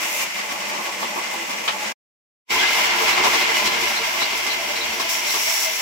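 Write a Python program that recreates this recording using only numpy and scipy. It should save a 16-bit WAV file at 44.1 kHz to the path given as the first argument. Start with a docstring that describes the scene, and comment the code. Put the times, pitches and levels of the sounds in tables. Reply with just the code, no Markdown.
"""A big band saw runs in an open shed, heard first from the outfeed side, where the cut wood comes out,
and then, after a short silence, from beside a log. The blade scrapes through its guides and rings near
2 kHz, and the teeth hiss when they bite. The iron frame rattles and the drive drones, throbbing as the
wheels turn. Timber knocks on the table, a plank is dragged and a slat drops. Beside the log, the blade
also squeaks about once a lap."""
import sys
import numpy as np
from scipy import signal
from scipy.fft import rfft, irfft
from scipy.io import wavfile
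from scipy.ndimage import uniform_filter1d

SR = 44100
rng = np.random.default_rng(int(sys.argv[2]) if len(sys.argv) > 2 else 0)


def dump_mix(stems):
    """Bounce the given channels to the path in sys.argv[1] as a 16-bit WAV at rate SR."""
    frames = np.atleast_2d(stems).T  # one column per channel
    limited = np.clip(frames, -1, 1)  # hard clip at full scale
    pcm = np.round(limited * 32767).astype(np.int16)
    wavfile.write(sys.argv[1], SR, pcm)


N = 256220
T = np.arange(N) / SR
FREQ = np.fft.rfftfreq(N, 1 / SR) + 1e-3

# A "colour" says how strong each pitch is. Levels in a table are relative: its source adds a gain.
# colour of the scraping blade on each side: pitch_hz, level_db
OUTFEED_BLADE_COLOUR = [(900, -16.5), (1400, -11), (1920, -7.5), (2060, -4), (2450, -5.5), (3000, -9.5),
                        (3700, -15), (4900, -14.5), (5600, -13), (7800, -18), (8600, -24), (15500, -47.5)]
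LOGSIDE_BLADE_COLOUR = [(1000, -8.5), (1500, -16), (1930, -10), (2070, 2), (2600, -1), (3300, -5.5),
                        (3700, -9), (4700, -9), (5700, -13), (7600, -16.5), (8500, -25.5), (15500, -36)]
# pitches at which the blade and the frame ring: pitch_hz, width_hz, lift_db
BLADE_RINGS = [(2057, 85, 6), (2300, 44, 1.5), (2878, 49, 6), (3270, 26, 7.5), (3586, 37, 7),
               (4860, 36, 6.5), (5550, 150, 4)]
FRAME_RINGS = [(593, 27, 7.5), (695, 19, 1), (950, 23, 1), (1007, 31, 4), (1117, 28, 3.5), (1368, 22, 9.5)]
# colour of the rattling frame: pitch_hz, level_db
OUTFEED_FRAME_COLOUR = [(300, -39), (480, -5.5), (600, -2.5), (750, -1.5), (870, 0.5), (1000, -1),
                        (1150, -1), (1270, -14), (1600, -20.5), (2500, -24.5)]
LOGSIDE_FRAME_COLOUR = [(300, -26), (540, -23), (600, -5), (760, 0.5), (900, 3.5), (1130, -1.5),
                        (1230, -6.5), (1650, 0.5), (1900, -1.5), (3000, -13.5)]
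# colour of the rumbling wheels: pitch_hz, level_db
OUTFEED_WHEEL_COLOUR = [(20, -25.5), (40, -12.5), (85, -16.5), (115, -21.5), (160, -9), (205, 4), (260, -3),
                        (340, 2), (420, -3), (520, -0.5), (800, -13.5)]
LOGSIDE_WHEEL_COLOUR = [(20, -10), (36, -16.5), (60, -11), (85, -15), (120, -17), (165, -10), (220, -2),
                        (290, -5), (365, 2.5), (410, -9), (455, 1.5), (530, -8.5), (800, -9.5)]
# droning tones of the drive and of the frame: pitch_hz, level_db
OUTFEED_DRIVE_TONES = [(86, -76.5), (200, -53), (862, -39.5)]
LOGSIDE_DRIVE_TONES = [(81, -62), (366, -47), (451, -43.5), (1012, -40)]
LOGSIDE_FRAME_TONES = [(597, -47.5), (645, -47), (665, -48)]
# the teeth are in the wood: start_s, length_s, level_db, swell_db
BITES = [(0.0, 0.232, -32, 5.5), (5.088, 0.03, -28, 2), (5.125, 0.06, -32.5, -1), (5.188, 0.62, -40, 7.5),
         (5.262, 0.39, -32.5, 3)]
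# colour of the teeth in a thin board and in the log: pitch_hz, level_db
BOARD_HISS_COLOUR = [(1800, -7), (2400, 14), (3300, -1), (4600, -3.5), (5600, 2), (7100, 4), (8400, -3.5),
                     (9800, -3), (10500, -1.5), (12600, -1.5), (13300, -0.5), (15600, -4.5)]
LOG_HISS_COLOUR = [(2000, 1), (4400, 0), (5100, 5), (5550, 13), (6200, 5), (7900, 2), (8400, -5.5),
                   (9700, -5.5), (10300, -0.5), (12300, -3), (13300, 1), (14800, -3.5), (15600, -3)]
# jolts of blade and timber on the table: start_s, chatter_s, body_db, edge_db
JOLTS = [(0.21, 0.027, -39, -34), (0.366, 0.037, -39, -37), (0.497, 0.028, -36, -35),
         (0.734, 0.028, -34, -50), (0.786, 0.028, -34.5, -48), (0.853, 0.045, -39.5, -38),
         (1.023, 0.024, -29, -34), (1.158, 0.031, -30, -46), (1.332, 0.02, -38.5, -40),
         (1.493, 0.017, -35, -32.5), (2.62, 0.025, -31, -47), (3.005, 0.032, -30.5, -37),
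         (3.082, 0.023, -34, -37), (3.175, 0.027, -25.5, -35), (3.236, 0.021, -24, -25.5),
         (3.26, 0.024, -24.5, -45), (3.333, 0.021, -25.5, -23), (3.655, 0.02, -31, -22.5),
         (4.141, 0.032, -33.5, -39), (4.214, 0.013, -28.5, -30), (4.323, 0.018, -33, -35),
         (4.462, 0.018, -31.5, -27.5), (4.997, 0.021, -30, -27.5), (5.337, 0.031, -32.5, -29)]
# colours of a knock's hollow body, hard edge and low thud: pitch_hz, level_db
BODY_COLOUR = [(400, -18.5), (650, -6), (900, 0.5), (1120, 4.5), (1300, -11.5), (2000, -23.5)]
EDGE_COLOUR = [(1000, -18.5), (2100, -7), (3200, -10), (5600, -10.5), (8500, -22), (15000, -35)]
THUD_COLOUR = [(90, -32.5), (200, -4), (360, 2.5), (600, -5.5), (1000, -27.5)]
# colour of a dropped slat: pitch_hz, level_db
SLAT_COLOUR = [(300, -26.5), (700, -5), (1100, 4.5), (1600, -3), (2300, -0.5), (3200, 2), (4500, -7),
               (6000, -15.5), (12000, -31)]
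# the saw shakes beside the log, then settles: time_s, blade_db, frame_db
SHAKE_LEVELS = [(2.6, -24, -35), (2.68, -22.5, -32), (3.35, -23.5, -31), (3.47, -23.5, -32.5),
                (4.65, -30, -39), (5.42, -29, -39.5), (5.75, -28.5, -41.5)]
# how strongly the drive rumbles and drones beside the log: time_s, level_db
DRIVE_LEVELS = [(2.56, -34.5), (2.67, -40.5), (3.31, -34), (3.59, -40), (3.66, -34.5), (4.13, -44),
                (4.15, -41.5), (5.34, -41.5), (5.76, -47)]
# the blade squeaks in its guide: peak_s, pitch_hz, level_db
SQUEAKS = [(2.60, 3350, -24), (2.635, 1650, -21), (3.14, 4050, -27), (3.43, 4200, -31), (3.685, 4030, -31),
           (3.975, 4060, -27), (4.228, 3970, -24.5), (4.243, 4600, -28), (4.515, 4130, -27),
           (4.77, 4110, -33), (4.82, 3940, -28), (5.30, 4130, -30)]
# stereo width, as the level of the sides against the centre: pitch_hz, side_db
STEREO_WIDTH = [(30, -21), (60, -14), (140, -7), (220, -6.5), (350, -6.5), (600, -2.5), (1100, 0),
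                (2400, -0.66), (15000, -0.4)]


def undb(db):
    """Turn decibels into a number to multiply by."""
    return 10 ** (np.asarray(db) / 20)


def unit(x):
    """Scale a signal to an average (rms) strength of 1."""
    return x / np.sqrt(np.mean(x ** 2))


def curves(rows):
    """Join the rows of a time table with straight lines, one curve for each level column."""
    times, *columns = np.transpose(rows)
    return [np.interp(T, times, column) for column in columns]


def colour(x, points, rings=()):
    """Pass a sound through a body that favours some pitches and rings at a few."""
    hz, db = np.transpose(points)
    octaves_outside = np.abs(np.log2(FREQ / np.clip(FREQ, hz[0], hz[-1])))
    broad_db = np.interp(np.log(FREQ), np.log(hz), db) - 20 * octaves_outside
    ring_db = sum(lift / (1 + (2 * (FREQ - pitch) / width) ** 2) for pitch, width, lift in rings)
    return irfft(rfft(x) * undb(broad_db + ring_db), N)


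def wander(speed_hz):
    """A smooth random wobble, about 1 in size."""
    return unit(irfft(rfft(rng.standard_normal(N)) * np.exp(-(FREQ / speed_hz) ** 2), N))


def taps(per_s, scatter_db):
    """Two separate streams of tiny random hits of uneven size."""
    hits = rng.random((2, N)) < per_s / SR
    return hits * rng.choice([-1, 1], (2, N)) * undb(scatter_db * rng.standard_normal((2, N)))


def shed(x, near_s=0.037, roof_s=0.36, roof_db=-4):
    """Two streams, centre and sides, bounce off the machine and the roof and come out left and right."""
    near, roof = (unit(rng.standard_normal((2, N)) * np.exp(-np.log(1000) * T / echo_s))
                  for echo_s in (near_s, roof_s))
    paths = rfft(near + undb(roof_db) * roof)
    # many echoes together favour no range of pitches
    paths /= np.sqrt(uniform_filter1d(np.abs(paths) ** 2, size=160, axis=-1))
    centre, side = irfft(rfft(x) * paths, N)
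    side = colour(side, STEREO_WIDTH)  # the bass reaches both ears alike
    return np.array([centre + side, centre - side])


def throb(turn_hz, peak_s, once_db, twice_db):
    """A part that runs unevenly swings the level, in dB, once and twice in each turn."""
    angle = 2 * np.pi * turn_hz * (T - peak_s)
    return once_db * np.cos(angle) + twice_db * np.cos(2 * angle)


def blade(points, db, flutter_db=1.24):
    """The teeth and the blade's back graze the guides; the fluttering steel band rings."""
    scrape = taps(per_s=2500, scatter_db=4) * undb(flutter_db * wander(21))
    return unit(shed(colour(scrape, points, BLADE_RINGS))) * undb(db)


def frame(points, db, shake_db=0.5):
    """Loose guards and the table chatter against the iron frame."""
    chatter = taps(per_s=900, scatter_db=4.5) * undb(shake_db * wander(25))
    return unit(shed(colour(chatter, points, FRAME_RINGS))) * undb(db)


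def wheels(points, db):
    """The belt and the wheel rims rumble."""
    return unit(shed(colour(taps(per_s=1500, scatter_db=2.4), points))) * undb(db)


def drone(tones, waver, swell_db, gain_db, spread=0.6):
    """Tones of the drive or frame waver in pitch and loudness with the belt."""
    out = 0
    for hz, db in tones:
        phase = 2 * np.pi * np.cumsum(hz * (1 + waver * wander(30.8))) / SR
        # higher tones arrive further out of step at the two ears
        lag = np.array([[1], [-1]]) * spread * np.sqrt(hz / 400) * wander(11.4)
        tone = np.sin(phase + lag) * undb(swell_db * wander(18))
        out = out + unit(tone) * undb(db + gain_db)
    return out


def contact(start_s, hold_s, fade_s, rise_s=0.0025):
    """The force of one contact: it rises quickly, holds, then dies away."""
    age = T - start_s
    return np.clip(age / rise_s, 0, 1) * np.exp(-np.clip((age - hold_s) / fade_s, 0, 20))


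def bite():
    """The force of the teeth in the wood: each cut catches, changes as wood is fed in, and lets go."""
    force = 0
    for start_s, length_s, db, swell_db in BITES:
        progress = np.clip((T - start_s) / length_s, 0, 1)
        grip = contact(start_s, length_s, fade_s=0.022, rise_s=0.0054)
        force = force + grip * undb(db + swell_db * progress)
    return force


def under_load(change_db):
    """A gain that follows the cutting force and reaches change_db at the hardest bite."""
    load = bite()
    return undb(change_db * load / load.max())


def teeth(points, idle_db, cut_gain_db):
    """Running teeth brush the sawn slot; in a cut, wood fibres snap so fast that they hiss."""
    hiss = unit(shed(colour(taps(per_s=7000, scatter_db=4), points)))
    return hiss * np.hypot(undb(idle_db), bite() * undb(cut_gain_db))


def knocks(body_gain_db=3.5, edge_gain_db=2, thud_gain_db=-8):
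    """Timber and blade jolt against the table: a hollow body with its thud, and a hard edge."""
    body, edge, thud = (
        unit(shed(colour(taps(per_s=2500, scatter_db=2.3), points), near_s=0.024, roof_db=-10))
        for points in (BODY_COLOUR, EDGE_COLOUR, THUD_COLOUR))
    push = scrape = 0
    for start_s, chatter_s, body_db, edge_db in JOLTS:
        force = contact(start_s, chatter_s, fade_s=0.015)
        push = push + force * undb(body_db)
        scrape = scrape + force * undb(edge_db)
    hollow = body * undb(body_gain_db) + thud * undb(thud_gain_db)
    return push * hollow + scrape * edge * undb(edge_gain_db)


def plank(pitch_hz=338, db=-37):
    """A plank dragged over the table's edge hums briefly."""
    hum = np.sin(2 * np.pi * pitch_hz * T)
    return hum * contact(start_s=1.357, hold_s=0.065, fade_s=0.022) * undb(db)


def slat(db=-18):
    """A sawn slat is dropped and clacks."""
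    clack = unit(shed(colour(taps(per_s=3000, scatter_db=2.1), SLAT_COLOUR)))
    return clack * contact(start_s=1.676, hold_s=0.013, fade_s=0.02) * undb(db)


def squeaks(fade_s=0.021, glide_per_s=1.5, roughness=0.05):
    """The blade gives a short, rough, rising squeak in its guide about once a lap."""
    slip = roughness * np.array([wander(496.6), wander(513)])
    out = 0
    for peak_s, hz, db in SQUEAKS:
        age = np.clip(T - peak_s, -0.1, 0.1)
        phase = 2 * np.pi * np.cumsum(hz * (1 + glide_per_s * age + slip), axis=-1) / SR
        out = out + np.sin(phase) * np.exp(-(age / fade_s) ** 2) * undb(db)
    return shed(out, near_s=0.021, roof_db=-36)


def outfeed(turn_hz=6.17, peak_s=0.369, frame_lag_s=0.014, free_s=0.28, calm_s=0.14, calm_db=-6.5):
    """The saw ends a cut and runs free, throbbing with its wheels, while wood is put aside."""
    scrape_db = throb(turn_hz, peak_s, once_db=0.45, twice_db=0.35)
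    shake_db = throb(turn_hz, peak_s + frame_lag_s, once_db=1.0, twice_db=0.76)
    brush_db = throb(turn_hz, peak_s, once_db=1.5, twice_db=1.2)
    band = blade(OUTFEED_BLADE_COLOUR, db=-28 + scrape_db) * under_load(change_db=2)
    rattle = frame(OUTFEED_FRAME_COLOUR, db=-33.5 + shake_db)
    rumble = wheels(OUTFEED_WHEEL_COLOUR, db=-42.5 + shake_db)
    hum = drone(OUTFEED_DRIVE_TONES, waver=0.016, swell_db=5, gain_db=-1.5) * undb(shake_db)
    hiss = teeth(BOARD_HISS_COLOUR, idle_db=-36.5 + brush_db, cut_gain_db=2)
    # the cut lets go, and the machine is briefly calm before its rattle builds again
    calm = (T > free_s) * np.exp(-((T - free_s) / calm_s) ** 2)
    return band + (rattle + rumble + hum) * undb(calm_db * calm) + hiss + plank() + slat()


def logside(turn_hz=6.26, peak_s=2.62, lap_hz=3.64, hiss_follow=0.38, lap_follow=1.4, hum_follow=1.25):
    """The saw shakes harder, rubs once a lap, settles, and bites into the next log."""
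    blade_db, frame_db = curves(SHAKE_LEVELS)
    drive_db, = curves(DRIVE_LEVELS)
    settle_db = blade_db - blade_db.max()
    turn_db = throb(turn_hz, peak_s, once_db=0.38, twice_db=0.4)
    brush_db = throb(turn_hz, peak_s, once_db=0.5, twice_db=1.2)
    # the blade rubs less on each lap as it settles
    lap_db = throb(lap_hz, peak_s=2.782, once_db=3.5, twice_db=-1.5) * undb(lap_follow * settle_db)
    band = blade(LOGSIDE_BLADE_COLOUR, db=blade_db + turn_db + 3.5)
    rattle = frame(LOGSIDE_FRAME_COLOUR, db=frame_db + turn_db + 7.5)
    rumble = wheels(LOGSIDE_WHEEL_COLOUR, db=drive_db + 0.5)
    hum = drone(LOGSIDE_DRIVE_TONES, waver=0.01302, swell_db=5.5, gain_db=6.5)
    hum *= undb(hum_follow * (drive_db - drive_db.max()))
    drive = (rumble + hum) * under_load(change_db=-4)  # it labours in the cut and gets quieter
    idle_db = -29 + hiss_follow * settle_db + lap_db + brush_db
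    hiss = teeth(LOG_HISS_COLOUR, idle_db, cut_gain_db=4)
    frame_hum = drone(LOGSIDE_FRAME_TONES, waver=0.0128, swell_db=7.5, gain_db=3.5, spread=0.82)
    return band + rattle + drive + frame_hum + hiss + squeaks()


def scene(stop_s=1.921, stop_fade_s=0.0034, resume_s=2.507, resume_fade_s=0.0057):
    """The two sides of the saw, with dead silence between them."""
    before = np.exp(-np.clip((T - stop_s) / stop_fade_s, 0, 20))
    after = np.exp(-np.clip((resume_s - T) / resume_fade_s, 0, 20))
    return before * outfeed() + after * logside() + (before + after) * knocks()


def record(dry, balance_db=0.34, top_hz=15750):
    """Make the left a little louder than the right and cut the highest treble."""
    tilted = dry * undb(np.array([[1], [-1]]) * balance_db / 2)
    treble_cut = signal.ellip(12, 0.1, 90, top_hz, fs=SR, output="sos")
    return signal.sosfilt(treble_cut, tilted)


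dry = scene()
out = record(dry)
dump_mix(out)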